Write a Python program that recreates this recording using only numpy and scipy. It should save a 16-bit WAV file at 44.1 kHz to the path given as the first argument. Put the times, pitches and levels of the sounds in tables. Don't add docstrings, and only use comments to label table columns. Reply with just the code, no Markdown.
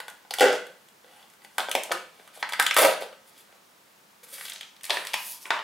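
import sys
import numpy as np
from scipy import signal
from scipy.fft import rfft, irfft, next_fast_len
from scipy.io import wavfile

SR = 44100
rng = np.random.default_rng(int(sys.argv[2]) if len(sys.argv) > 2 else 0)


def attenuation_scalar(level_db):
    decades = np.asarray(level_db, float) / 20
    return 10 ** decades


def master_out(mix):
    frames = np.transpose(np.atleast_2d(mix))
    ceiling = np.clip(frames, -1, 1)
    pcm = np.round(ceiling * 32767).astype(np.int16)
    wavfile.write(sys.argv[1], SR, pcm)


N = 248283

# frequency_hz, density_db
AIR_SPECTRUM = [(15, -74), (25, -20.5), (185, -6), (695, -4), (887, -4.5), (1070, -4), (2910, -9.5),
                (16000, -16.5)]
# frequency_hz, side_minus_mid_db
AIR_SPREAD = [(60, -4), (200, -13), (380, -1.5), (700, -1.5), (1290, -0.5), (4400, -4.5), (8120, -9),
              (15000, -12)]
AIR_DB = -59
HUM_HZ, HUM_DB = 899, -76
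RUMBLE_DB, BOOM_DB, BOOM_LAG_S = -76, -37.5, 0.031

# centre_hz, width_hz, level_db (over the plain sound)
TUBE_MODES = [
    [(506, 70, 7), (830, 67, -0.5), (1496, 140, 12), (1973, 100, 6.5), (2873, 300, 5.5), (3330, 220, 3),
     (4500, 930, 2.5)],
    [(530, 98, -6), (820, 29, -25.5), (950, 106, -3), (1280, 90, 4.5), (1530, 110, 2), (1990, 103, -17),
     (3340, 440, -9)],
    [(402, 103, 7), (607, 134, 8), (945, 136, 14.5), (1730, 180, -4.5), (2450, 230, -5), (2850, 190, -0.5),
     (3340, 87, -4)],
]
TUBE_CHANGES = [1.5, 4.82]

# start_s, energy_db, thud_db (re energy), thud_hz, ring_hz
BRIGHT_KNOCKS = [(0.001, -13.5, -2, 916, 1710), (0.08, -16.5, -3, 890, 1570),
                 (0.3071, -9.5, -3.5, 840, 4160), (0.384, -7, -1, 870, 3100), (0.3947, -3.5, -6, 941, 3220),
                 (0.4058, 2.5, 0.5, 534, 1990), (1.446, -25, -5, 765, 2020), (1.5811, 0.5, -9, 950, 1424),
                 (1.5939, -11.5, 2.5, 766, 1560), (1.7501, 0.5, 1, 666, 2370), (1.9183, -1, -27, 600, 1290),
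                 (2.5213, -12, -2.5, 880, 3340), (2.5965, 7, -13, 900, 1670),
                 (2.7643, 6.5, -10.5, 750, 1280), (3.0211, -19, 5, 580, 3760),
                 (4.8957, -10.5, 3.5, 1050, 3580), (4.9119, -21, 8, 600, 3360),
                 (4.942, -13, -18, 920, 1820), (5.1391, -1.5, -8, 950, 2450)]
# start_s, energy_db, thud_db (re energy), thud_hz, ring_hz
DULL_KNOCKS = [(0.2485, -37, 7, 850, 1530), (1.0423, -36, 4, 553, 1550), (1.4171, -33.5, -15, 880, 2000),
               (1.6017, -8.5, -1, 830, 3630), (1.6843, -11.5, 1, 690, 1450), (1.892, -31, 14, 700, 1210),
               (1.907, -21, 15.5, 470, 2540), (1.9146, -3, 0, 560, 1940), (2.1944, -31.5, 2, 520, 1670),
               (2.4257, -3, -4, 1000, 1865), (2.5912, -8.5, -1, 844, 1940), (3.126, -27, -13, 550, 1350),
               (3.5246, -35, -1, 600, 1290), (4.8942, -21, 10, 686, 3540), (4.9035, 3.5, -10, 663, 3730),
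               (4.969, -4.5, -6, 724, 1800), (5.4535, -15.5, -14, 480, 2340), (5.5039, 4.5, -15, 950, 1637),
               (5.5902, -10.5, -30, 960, 1390)]
BRIGHT_CRISP_DB, DULL_CRISP_DB = -7.5, -26.5
# start_s, energy_db, crisp_db (re energy), ring_hz
SEAL_CRACKS = [(0.089, -25, -6.5, 1570), (0.0979, -36, 10, 1400), (0.3369, -9, -0.5, 2030),
               (0.6665, -26, -5, 1510), (0.8845, -37, 0.5, 3260), (1.2254, -32.5, -10, 3220),
               (1.2989, -39, 3.5, 2080), (1.335, -37, -1, 1564), (1.6927, -30.5, 11, 2950),
               (1.7128, -5, -2, 2880), (1.8333, -16.5, 5, 2840), (2.2745, -28, -5, 1280),
               (2.373, -31.5, -2.5, 2750), (2.4896, -16, -6, 2060), (2.4947, -23.5, 0.5, 2240),
               (2.5328, -4.5, -12, 2040), (2.6234, -5, -1.5, 1630), (2.6636, 3, -10.5, 3070),
               (2.7086, 1.5, -19, 2360), (2.7421, -17, 8, 1870), (3.2766, -42, 3, 4530),
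               (3.3769, -38, 2.5, 4500)]
# start_s, energy_db, crisp_db (re energy), ring_hz
FOIL_CRACKS = [(4.3802, -20.5, -15, 1900), (4.397, -48, 8, 1970), (4.4084, -16.5, -12, 1930),
               (4.4514, -26, -8, 3600), (4.474, -42, 9, 3180), (4.4812, -18, -17, 3130),
               (4.4963, -18.5, 3, 3200), (4.5006, -23, -22, 3230), (4.5186, -16.5, -21, 3750),
               (4.5328, -28, 8, 3570), (4.5579, -19, -12, 3870), (4.4215, -36, -12, 1880),
               (4.6086, -15, -10.5, 3200), (4.6293, -21, -22, 3140), (4.7639, -31, -8, 4070),
               (4.8088, -29, -6, 2740), (4.8323, -29, 11, 2580), (4.8399, -16, -2.5, 4370),
               (4.8508, -24.5, 10, 2800), (4.8629, -23, -12, 3890), (5.0491, -16.5, -5, 1990),
               (5.069, -12, -4.5, 4270), (5.1333, -7, -11.5, 4700), (5.1425, -9, -22, 3540)]
SEAL_THUD_DB, FOIL_THUD_DB, CRACK_THUD_HZ = -22.5, -22, 850

# centre_hz, t60_s, level_db, side_minus_mid_db
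ROOM_BANDS = [(130, 0.24, -4, -5), (264, 0.27, 5, -14.5), (480, 0.44, -0.5, -13.5), (1040, 0.38, 1.5, -10),
              (2650, 0.47, -1, -8), (5600, .4, -1.5, -7.5), (12000, 0.26, -4, -11.5)]
# delay_ms, level_db, left_minus_right_db
ECHOES = [(2.6, -9.5, 9.5), (7.0, -13.5, -5.5), (12.5, -18.5, 6)]

# start_s, length_s, rasp_db, hollow_db (re rasp), crisp_db (re rasp)
RIPS = [
    [(0.407, .14, -19.5, 4.5, -8.5), (0.52, 0.091, -34.5, 4, -2.5)],
    [(2.766, 0.048, -17, -30.5, -3.5), (2.78, 0.18, -22, 2, 2), (2.825, 0.1, -25.5, 4.5, -16.5),
     (3.005, 0.083, -38.5, 2.5, -5.5)],
]
# start_s, length_s, rasp_db, hollow_db (re rasp), crisp_db (re rasp)
RUBS = [
    [(1.04, 0.25, -52.5, -1, -4), (1.41, .07, -57, 2, 5), (1.49, 0.2, -56.5, -1, 4)],
    [(2.1, .25, -53.5, -3, -4), (2.33, .055, -43.5, -28, 0.5), (2.36, 0.043, -51.5, 10.5, 5.5),
     (2.39, .045, -41, -8, 2)],
    [(3.25, 0.074, -56, -5, 6), (3.3, 0.091, -54.5, -3, -8), (3.36, 0.077, -50, -12, 2.5),
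     (3.48, 0.12, -61.5, 8.5, -5)],
    [(4.229, 0.03, -35.5, -8.5, 1), (4.26, 0.13, -44.5, -24, 3.5)],
    [(4.318, 0.049, -41.5, -4.5, 8), (4.33, 0.2, -40.5, -18.5, 5.5), (4.448, 0.024, -29, -30, -15)],
    [(5.15, .25, -38, -13, 8.4), (5.4, 0.059, -41.5, -28, 2.3)],
]
# start_s, length_s, rasp_db, hollow_db (re rasp), crisp_db (re rasp)
CRINKLES = [
    [(4.47, 0.25, -48, -11, -19)],
    [(4.83, 0.32, -40.5, -22, -3), (4.9, 0.13, -36, -4.5, -9), (4.99, 0.3, -48.5, -19, -7)],
    [(5.44, 0.078, -42, -14, -5), (5.5, .125, -29, -15, -28)],
]
# hollow_hz, hollow_width_hz, rasp_hz, rasp_width_hz, crisp_hz
RIP_COLOUR = [(537, 460, 1650, 2800, 7400), (560, 258, 1800, 4000, 10300)]
RUB_COLOUR = [(797, 440, 2500, 2900, 9800), (600, 420, 2800, 3800, 9900), (600, 1100, 3400, 6400, 10800),
              (500, 36, 3500, 11000, 10800), (505, 190, 3560, 5300, 10600), (950, 850, 5340, 5300, 11160)]
CRINKLE_COLOUR = [(690, 630, 5800, 2800, 7900), (676, 980, 2070, 2500, 9700), (664, 620, 1570, 2900, 9100)]
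# peak_share (of length), end_loss_db, crisp_db_per_db, release_abruptness (exponent)
RIP_PULL = (0.02, 20.6, 1.7, 1.49)
RUB_PULL = (0.49, 10, 2.3, 2.5)
CRINKLE_PULL = (0.33, 15, 1, 0.63)


def on_log(hz, table_hz, values):
    return np.interp(np.log(np.maximum(hz, 1)), np.log(table_hz), values)


def unit(x):
    return x / np.sqrt(np.mean(np.abs(x) ** 2, axis=-1, keepdims=True))


def hump(hz, centre_hz, width):
    return 1 / (1 + 1j * (hz ** 2 - centre_hz ** 2) / (np.maximum(hz, 1) * width))


def dull(hz, corner_hz):
    return 1 / (1 + 1j * hz / corner_hz) ** 3


def coloured_noise(gain):
    return irfft(rfft(rng.standard_normal(N)) * gain, N)


def murmur(hz):
    colour = attenuation_scalar(on_log(hz, *np.transpose(AIR_SPECTRUM)))
    mid = coloured_noise(colour)
    side = coloured_noise(colour * attenuation_scalar(on_log(hz, *np.transpose(AIR_SPREAD))))
    gain = attenuation_scalar(AIR_DB) / np.sqrt(np.mean(mid ** 2))
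    return gain * (mid + side * np.array([[1], [-1]]))


def motor_line(hz):
    return attenuation_scalar(HUM_DB) * unit(coloured_noise(hump(hz, HUM_HZ, 4.1)))


def rumble(hz, can):
    low, wide = unit(irfft(rfft(rng.standard_normal((2, N))) * hump(hz, 200, 70) ** 2, N))
    noise = low + attenuation_scalar(-14) * wide * np.array([[1], [-1]])
    keep = np.exp(-1 / (BOOM_LAG_S * SR))
    smoother = [[(1 - keep) ** 2, 0, 0, 1, -2 * keep, keep ** 2]]
    shake = np.sqrt(np.abs(signal.sosfilt(smoother, can ** 2)))
    return (attenuation_scalar(RUMBLE_DB) + attenuation_scalar(BOOM_DB) * shake) * noise


def air(can):
    hz = np.fft.rfftfreq(N, 1 / SR)
    return murmur(hz) + motor_line(hz) + rumble(hz, can)


def tube(hz, s):
    stages = []
    for modes in TUBE_MODES:
        stages.append(1 + sum(attenuation_scalar(db) * hump(hz, centre_hz, width) for centre_hz, width, db in modes))
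    return np.array(stages)[np.searchsorted(TUBE_CHANGES, np.ravel(s))]


def snap_rows():
    rows = []
    for table, crisp_db in ((BRIGHT_KNOCKS, BRIGHT_CRISP_DB), (DULL_KNOCKS, DULL_CRISP_DB)):
        rows += [(s, db, thud_db, crisp_db, thud_hz, ring_hz) for s, db, thud_db, thud_hz, ring_hz in table]
    for table, thud_db in ((SEAL_CRACKS, SEAL_THUD_DB), (FOIL_CRACKS, FOIL_THUD_DB)):
        rows += [(s, db, thud_db, crisp_db, CRACK_THUD_HZ, ring_hz) for s, db, crisp_db, ring_hz in table]
    return np.array(sorted(rows))


def snaps(contact_ms=1.846, thud_q=1.34, ring_q=2.8, ring_db=-0.5, overtone=2.15, overtone_db=-3):
    size = 2048
    s, db, thud_db, crisp_db, thud_hz, ring_hz = snap_rows().T[:, :, None]
    t, hz = np.arange(size) / SR, np.fft.rfftfreq(size, 1 / SR)
    contact = t * np.exp(-t * 1000 / contact_ms)
    burst = rng.standard_normal((len(s), 2, size))
    for _ in range(3):
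        burst = irfft(np.exp(1j * np.angle(rfft(burst * contact))), size)
    body, crack = np.moveaxis(rfft(unit(burst * np.sqrt(contact))), 1, 0)

    panel = hump(hz, np.sqrt(2300 * ring_hz), 3400) ** 2
    panel = panel + attenuation_scalar(ring_db) * hump(hz, ring_hz, ring_hz / ring_q) ** 2
    panel = panel + attenuation_scalar(overtone_db) * hump(hz, overtone * ring_hz, ring_hz / ring_q) ** 2
    rasp = unit(panel * dull(hz, 9600) * tube(hz, s))
    thud = attenuation_scalar(thud_db) * unit(hump(hz, thud_hz, thud_hz / thud_q) ** 2 * tube(hz, s))
    crisp = attenuation_scalar(crisp_db) * unit(hump(hz, 10000, 9000) ** 2 * dull(hz, 16000))
    spectrum = body * (rasp + thud) + crack * crisp
    bursts = attenuation_scalar(db) * irfft(spectrum, size) / np.sqrt(size)

    out = np.zeros(N + size)
    np.add.at(out, (s * SR).astype(int) + np.arange(size), bursts)
    return out[:N]


def room_responses(count, size, build_s=0.00029, rim_ms=0.665, rim_db=-6):
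    t, hz = np.arange(size) / SR, np.fft.rfftfreq(size, 1 / SR)
    centres = np.array(ROOM_BANDS)[:, 0]
    response = np.zeros((count, 2, size))
    for k, (_, t60, db, side_db) in enumerate(ROOM_BANDS):
        weight = on_log(hz, centres, np.arange(len(ROOM_BANDS)) == k)
        mid, side = irfft(rfft(rng.standard_normal((2, count, 1, size))) * np.sqrt(weight), size)
        build = 1 - np.exp(-(t / build_s) ** 2)
        fade = attenuation_scalar(-60 * t / t60) * build / np.sqrt(t60 * SR / 13.2)
        response += attenuation_scalar(db) * fade * (mid + attenuation_scalar(side_db) * side * np.array([[1], [-1]]))

    echoes = np.zeros((2, size))
    for ms, db, pan_db in ECHOES:
        echoes[:, int(ms * SR / 1000)] = attenuation_scalar(db + np.array([pan_db, -pan_db]) / 2)
    response += irfft(rfft(echoes) * dull(hz, 20000), size)
    response[..., 0] += 1
    rim_delay = np.exp(-2j * np.pi * hz * rim_ms / 1000)
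    response -= attenuation_scalar(rim_db) * irfft(rim_delay * dull(hz, 7400), size)
    return response


def room(x, shift_s=0.3):
    size, step = int(0.8 * SR), int(shift_s * SR)
    starts = np.arange(0, N, step)
    out = np.zeros((2, N + step + size))
    for i, ring in zip(starts, room_responses(len(starts), size)):
        heard = signal.fftconvolve(x[None, i:i + step], ring, axes=1)
        out[:, i:i + heard.shape[1]] += heard
    return out[:, :N]


def friction(groups, colours, pull, per_second, scatter_db, smooth):
    slips = (rng.random(N) < per_second / SR) * attenuation_scalar(scatter_db * rng.exponential(size=N))
    roughness = unit(signal.lfilter([1], [1, -0.95], slips)) + smooth
    grain = roughness * rng.standard_normal((3, N))
    peak_share, lost_db, crisp_law, abrupt = pull
    out = np.zeros(N)
    for strokes, colour in zip(groups, colours):
        hollow_hz, hollow_width, rasp_hz, rasp_width, crisp_hz = colour
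        for s, length, db, hollow_db, crisp_db in strokes:
            i = np.arange(int(s * SR), int((s + length) * SR))
            t, size = i / SR - s, next_fast_len(len(i))
            hz = np.fft.rfftfreq(size, 1 / SR)
            shapes = np.array([hump(hz, rasp_hz, rasp_width),
                               hump(hz, hollow_hz, hollow_width),
                               hump(hz, crisp_hz, 6000)])
            spectrum = rfft(grain[:, i], size) * shapes ** 2 * tube(hz, s)
            layers = unit(irfft(spectrum, size)[:, :len(i)])
            slack_db = lost_db * np.abs((t / length - peak_share) / (1 - peak_share)) ** abrupt
            levels = attenuation_scalar(db + np.array([-slack_db,
                                        hollow_db - slack_db,
                                        crisp_db - crisp_law * slack_db]))
            touch = np.clip(np.minimum(t / 0.0045, (length - t) / 0.027), 0, 1)
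            out[i] += touch * np.sum(levels * layers, axis=0)
    return out


def rips():
    return friction(RIPS, RIP_COLOUR, RIP_PULL, 900, scatter_db=1.5, smooth=0.5)


def rubs():
    return friction(RUBS, RUB_COLOUR, RUB_PULL, 490, scatter_db=1.0, smooth=1.8)


def crinkles():
    return friction(CRINKLES, CRINKLE_COLOUR, CRINKLE_PULL, 300, scatter_db=7.0, smooth=0.54)


def scene():
    can = attenuation_scalar(2.0) * snaps() + attenuation_scalar(-3.5) * rips() + attenuation_scalar(-11.0) * rubs() + attenuation_scalar(-3.5) * crinkles()
    return room(can) + air(can)


def roll_off(x):
    return signal.sosfilt(signal.butter(12, 16470, fs=SR, output="sos"), x)


def record(dry):
    mid, side = (dry[0] + dry[1]) / 2, (dry[0] - dry[1]) / 2
    side = signal.sosfilt(signal.butter(2, 8500, fs=SR, output="sos"), side)
    both = [mid + side, mid - side]
    both = signal.sosfilt(signal.butter(2, 60, "highpass", fs=SR, output="sos"), both)
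    both = np.tanh(1.3 * both) / 1.3
    both = signal.sosfilt(signal.ellip(8, 0.2, 70, 15700, fs=SR, output="sos"), both)
    return roll_off(both)


dry = scene()
out = record(dry)
master_out(out)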